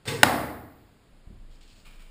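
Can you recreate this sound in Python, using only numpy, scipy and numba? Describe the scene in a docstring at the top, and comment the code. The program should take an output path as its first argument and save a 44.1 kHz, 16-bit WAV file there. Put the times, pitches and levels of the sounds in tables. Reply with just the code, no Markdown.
"""An arrow strikes a target close to the microphone: noise crack, ringing board, echoes of a large stone room.
Before it, the bow at the far end: the arrow scraping along the rest and the string's snap as shaped noise,
limbs and shaft as damped sines. The hit overloads the recorder, whose gain control holds the echo down for a
moment. Then soft footfalls (noise thuds) with a deep wobble (slow sines), and rustling clothes and gear (grainy
noise), over faint steady room noise."""
import sys
import numpy as np
from scipy import signal
from scipy.fft import rfft, irfft
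from scipy.io import wavfile
from scipy.ndimage import uniform_filter1d
from numba import njit

SR = 44100
rng = np.random.default_rng(int(sys.argv[2]) if len(sys.argv) > 2 else 0)


def transcribe(signal):
    """Save signal, clipped to [-1, 1], as a 16-bit WAV file at the path in sys.argv[1]."""
    frames = np.atleast_2d(signal).T
    limited = np.clip(frames, -1, 1)
    pcm = np.round(limited * 32767).astype(np.int16)
    wavfile.write(sys.argv[1], SR, pcm)


N = 92610
T = np.arange(N) / SR
FREQS_HZ = np.maximum(np.arange(N // 2 + 1) * SR / N, 1)

HIT_S, TARGET_LOW_HZ = .2315, 60  # the board radiates little below this
CRACK_DB, CRACK_RISE_S, CRACK_HOLD_S, CRACK_T60_S = -3, .0004, .0028, .011
ECHO_DB = -18
ROOM_GAP_S, ROOM_BUILD_S, ROOM_HOLD_S = .003, .0053, .018
# crack spectrum: f/Hz, relative level/dB per Hz
CRACK_SPECTRUM = [(150, -20), (500, -7.5), (1200, -4), (2600, -3.5), (3300, -13), (5200, -12), (10000, -15),
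                  (15000, -19)]
# target board modes: f/Hz, level/dB, t60/s
BOARD_MODES = [(108, -23, 0.09), (239, -13, .08), (313, -21, 0.079), (590, -7, .03), (733, -2.5, .03),
               (850, -3, 0.036), (992, -11.5, 0.042), (1460, -5.5, 0.026), (1880, -5.5, .022),
               (2725, -9.5, 0.014), (3690, -15.5, .02), (5179, -9.5, 0.024), (6600, -15, 0.014),
               (10000, -19, .016)]
# hit echo spectrum: f/Hz, relative level/dB per Hz
ECHO_SPECTRUM = [(35, -27.5), (80, -8), (125, -4.5), (170, -6.5), (230, -1.5), (305, -1), (410, -9),
                 (560, -4), (850, -0.5), (940, -8), (1150, -5), (1550, -9.5), (2000, -7.5), (2400, -16),
                 (3300, -19), (5200, -20), (7500, -25.5), (10500, -23.5), (15000, -26)]
# standing waves of the room: f/Hz, level/dB, t60/s
STANDING_WAVES = [(127, -31.5, .55), (241.6, -33, .9), (299.5, -29.5, 0.92), (571, -32.5, 0.52),
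                  (753, -33.5, .7)]


def arrow_hit():
    """The point crunches in for a few milliseconds, the board rings and the whole room answers."""
    crack_env = envelope(HIT_S, CRACK_RISE_S, CRACK_HOLD_S, CRACK_T60_S)
    crack = undb(CRACK_DB) * noise(CRACK_SPECTRUM) * crack_env
    board = ring(BOARD_MODES, HIT_S, CRACK_RISE_S)
    highpass = signal.butter(2, TARGET_LOW_HZ, "high", fs=SR, output="sos")
    direct = signal.sosfilt(highpass, crack + board)
    echo = undb(ECHO_DB) * echoes(noise(ECHO_SPECTRUM), HIT_S)
    standing = ring(STANDING_WAVES, HIT_S + ROOM_GAP_S, ROOM_BUILD_S)
    return direct + echo + standing


SLIP_S, SLIP_DB, SLIP_RISE_S, SLIP_T60_S = .053, -41, .0025, .02
LOOSE_S, LOOSE_DB, LOOSE_RISE_S, LOOSE_T60_S = .072, -24.5, .011, .12
BOW_WET_DB, BOW_RING_WET_DB = 2, -3.5
# scrape of the arrow along the rest: f/Hz, relative level/dB per Hz
SLIP_SPECTRUM = [(60, -9), (170, -1), (300, -8.5), (550, -2.5), (900, -12.5), (2200, -9), (4500, -15),
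                 (9000, -19.5), (12000, -29), (14500, -22)]
# snap spectrum at the bow: f/Hz, relative level/dB per Hz
SNAP_SPECTRUM = [(35, -28.5), (80, -6), (160, -0.5), (300, -3), (470, 1.5), (620, -11), (1200, -11.5),
                 (1600, -13), (2100, -10), (3000, -16.5), (5300, -15), (8400, -20.5), (10000, -23),
                 (12000, -30), (14500, -26)]
# limbs, string and shaft, before path and room: f/Hz, level/dB, t60/s
LIMB_MODES = [(109, -39.5, .3), (162.4, -38, 0.39), (240, -40.5, .3), (463, -37.5, 0.13), (1950, -36, .08),
              (2440, -40, 0.1), (2980, -41, .06), (3585, -29.5, .06), (5400, -42.5, .05),
              (8440, -33.5, .045)]
# straight path from snap and limbs to microphone: f/Hz, gain/dB
DIRECT_PATH = [(100, -2.5), (300, -8), (900, -9.5), (1600, -5), (2000, 0), (3600, 1), (5000, -0.5),
               (8500, -0.5), (12000, -5), (15000, -1.5)]


def bow():
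    """The arrow scrapes along the rest, the string snaps home and rings limbs and shaft; heard direct and via
    the room."""
    slip_env = envelope(SLIP_S, SLIP_RISE_S, LOOSE_S - SLIP_S, SLIP_T60_S)
    slip = undb(SLIP_DB) * slip_env * noise(SLIP_SPECTRUM)
    snap_env = envelope(LOOSE_S, LOOSE_RISE_S, 0, LOOSE_T60_S)
    snap = undb(LOOSE_DB) * snap_env * noise(SNAP_SPECTRUM)
    limbs = ring(LIMB_MODES, LOOSE_S, LOOSE_RISE_S)
    direct = slip + tint(snap + limbs, DIRECT_PATH)
    room_send = undb(BOW_WET_DB) * (slip + snap) + undb(BOW_RING_WET_DB) * limbs
    return direct + reverb(room_send)


STEP_RISE_S, STEP_T60_S, STEP_WET_DB = .0075, .18, -4
SWAY_HZ, SWAY_RISE_S, SWAY_T60_S = 26, .018, 1.65
# soft footfalls: t/s, level/dB
FOOTFALLS = [(1.102, -56.5), (1.269, -40), (1.298, -43.5), (1.366, -51.5), (1.87, -56)]
# thud spectrum: f/Hz, relative level/dB per Hz
THUD_SPECTRUM = [(20, -14), (42, 6.5), (75, -5), (130, -7.5), (230, -12.5), (420, -23), (800, -43),
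                 (3000, -61)]
# pushes that set the floor swaying: t/s, level/dB
FLOOR_PUSHES = [(1.105, -48.5), (1.374, -40), (1.84, -46), (1.956, -45)]


def footfalls():
    """Dull noise thuds, and the slow damped sway of the floor."""
    steps = sum(undb(db) * envelope(s, STEP_RISE_S, 0, STEP_T60_S) for s, db in FOOTFALLS)
    thuds = noise(THUD_SPECTRUM) * steps
    sway = sum(ring([(SWAY_HZ, db, SWAY_T60_S)], s, SWAY_RISE_S) for s, db in FLOOR_PUSHES)
    return in_room(thuds, STEP_WET_DB) + sway


RUB_RISE_S, RUB_T60_S, RUB_GRAIN = .0053, .14, .29  # grain: rms of the log gain


def rub(strokes, colour):
    """Grainy friction that swells with each stroke."""
    roughness = unit_rms(uniform_filter1d(rng.standard_normal(N), size=90))  # 2 ms smoothing
    grain = unit_rms(np.exp(RUB_GRAIN * roughness))
    swell = sum(undb(db) * envelope(s, RUB_RISE_S, hold_s, RUB_T60_S) for s, hold_s, db in strokes)
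    return noise(colour) * grain * swell


RUB_WET_DB = -.5
# brushes of cloth: t/s, hold/s, level/dB
CLOTH_STROKES = [(1.503, 0.053, -66.5), (1.605, 0.024, -61.5), (1.672, 0.058, -62), (1.755, 0.039, -62)]
# cloth spectrum: f/Hz, relative level/dB per Hz
CLOTH_SPECTRUM = [(300, -24), (1500, -9), (2300, -2.5), (3000, 1), (3600, -1), (4400, 2), (5200, -2.5),
                  (7600, -3.5), (9000, -11), (11000, -21), (13000, -21), (15000, -12.5)]
# scrapes of the archer's gear: t/s, hold/s, level/dB
GEAR_STROKES = [(1.848, 0.026, -57), (1.905, 0.055, -66.5), (1.99, .03, -59.5), (2.06, .04, -71)]
# gear spectrum, before its resonances: f/Hz, relative level/dB per Hz
GEAR_SPECTRUM = [(400, -14), (900, -10), (1250, -5.5), (1900, -9.5), (2400, -6.5), (4500, -10.5),
                 (9300, -14.5), (11000, -21), (13000, -24), (14600, -18)]
# gear resonances: f/Hz, width/Hz, gain on the scrape/dB
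GEAR_RESONANCES = [(1200, 200, -8), (2370, 190, 3), (2820, 200, -3)]


def rustle():
    """Sleeves brush, then gear scrapes with a faint ring."""
    cloth = rub(CLOTH_STROKES, CLOTH_SPECTRUM)
    scrape = rub(GEAR_STROKES, GEAR_SPECTRUM)
    rings = sum(undb(db) * resonance(scrape, hz, width) for hz, width, db in GEAR_RESONANCES)
    return in_room(cloth + scrape + rings, RUB_WET_DB)


AIR_DB = -59.5
# still room: f/Hz, relative level/dB per Hz
AIR_SPECTRUM = [(12, -34), (20, 0), (171, -4), (985, -17.5), (1670, -20), (3960, -25), (4810, -25),
                (5850, -35), (6910, -28), (13900, -38), (15500, -37)]


def room_air():
    """Steady coloured noise of the still room."""
    return undb(AIR_DB) * noise(AIR_SPECTRUM)


# reverberation time: f/Hz, t60/s
ROOM_DECAY = [(60, 1.6), (150, .85), (300, 0.91), (700, 0.79), (1500, 0.73), (3000, 0.57), (7000, 0.53),
              (10500, 0.68), (14500, 0.94)]


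def echoes(wash, start):
    """Dense echoes: noise that builds up after a gap, each band decaying with its own t60."""
    spectrum = rfft(wash)
    knots = np.log([hz for hz, _ in ROOM_DECAY])
    out = 0
    for weights, (_, t60) in zip(np.eye(len(knots)), ROOM_DECAY):
        band = irfft(spectrum * np.interp(np.log(FREQS_HZ), knots, weights), N)
        out = out + band * envelope(start + ROOM_GAP_S, ROOM_BUILD_S, ROOM_HOLD_S, t60)
    return out


def reverb(x):
    """What the room returns of a sound: convolution with a unit-energy echo response."""
    response = unit_rms(echoes(rng.standard_normal(N), 0)) / np.sqrt(N)
    return signal.fftconvolve(x, response)[:N]


def in_room(x, wet_db):
    """A source and its reverberation."""
    return x + undb(wet_db) * reverb(x)


def undb(db):
    """Decibels to gain."""
    return 10 ** (np.asarray(db) / 20)


def unit_rms(x):
    """Scale to rms 1."""
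    return x / np.sqrt(np.mean(x ** 2))


def along(points, hz):
    """Read (Hz, value) points on a log-frequency axis."""
    f, v = np.array(points, float).T
    return np.interp(np.log(hz), np.log(f), v)


def tint(x, colour):
    """Filter a sound by a spectrum in dB."""
    return irfft(rfft(x) * undb(along(colour, FREQS_HZ)), N)


def noise(colour):
    """Noise of rms 1 with the given spectrum."""
    return unit_rms(tint(rng.standard_normal(N), colour))


def resonance(x, hz, width):
    """One resonance, gain 1 at its centre."""
    return signal.lfilter(*signal.iirpeak(hz, hz / width, fs=SR), x)


def fade(age, t60):
    """Exponential decay from age 0, -60 dB at t60."""
    return np.exp(-np.log(1000) * np.maximum(age, 0) / t60)


def envelope(start, rise, hold, t60):
    """Linear attack, hold and exponential release; all in s."""
    return np.clip((T - start) / rise, 0, 1) * fade(T - start - rise - hold, t60)


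def ring(modes, start, rise):
    """Damped sine modes set going at one moment, alternating in sign."""
    out = 0
    for k, (hz, db, t60) in enumerate(modes):
        sine = np.sin(2 * np.pi * hz * (T - start))
        out = out + (-1) ** k * undb(db) * sine * envelope(start, rise, 0, t60)
    return out


def scene():
    """Hit, shot and the archer's movements in a quiet room."""
    return (arrow_hit() + bow() + footfalls() + rustle() + room_air())[None]


@njit
def follow(x, attack, release):
    """Level follower that rises fast and falls slowly; coefficients per sample."""
    out, e = np.empty(len(x)), 0.
    for i in range(len(x)):
        e += (x[i] - e) * (attack if x[i] > e else release)
        out[i] = e
    return out


LIMIT_DB, GAIN_ATTACK_S, GAIN_RELEASE_S, RATIO = -13.5, .0086, .3, 3.5
TOP_HZ = 15250
# treble dips of a filter after the overload: f/Hz, width/Hz, depth/0-1
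FILTER_DIPS = [(6000, 1300, .8), (12000, 650, 1), (12100, 2000, .4)]


def record(dry):
    """Gain control ducks too late for the hit, which clips; then a filter's treble dips and a top cutoff."""
    level = follow(np.abs(dry[0]), 1 / (GAIN_ATTACK_S * SR), 1 / (GAIN_RELEASE_S * SR))
    gain = np.minimum(1, undb(LIMIT_DB) / (level + 1e-9)) ** (1 - 1 / RATIO)
    x = np.clip(dry[0] * gain, -1, 1)
    for hz, width, depth in FILTER_DIPS:
        x = x - depth * resonance(x, hz, width)
    lowpass = signal.ellip(10, .2, 70, TOP_HZ, fs=SR, output="sos")
    return signal.sosfilt(lowpass, x)[None]


dry = scene()
out = record(dry)
transcribe(out)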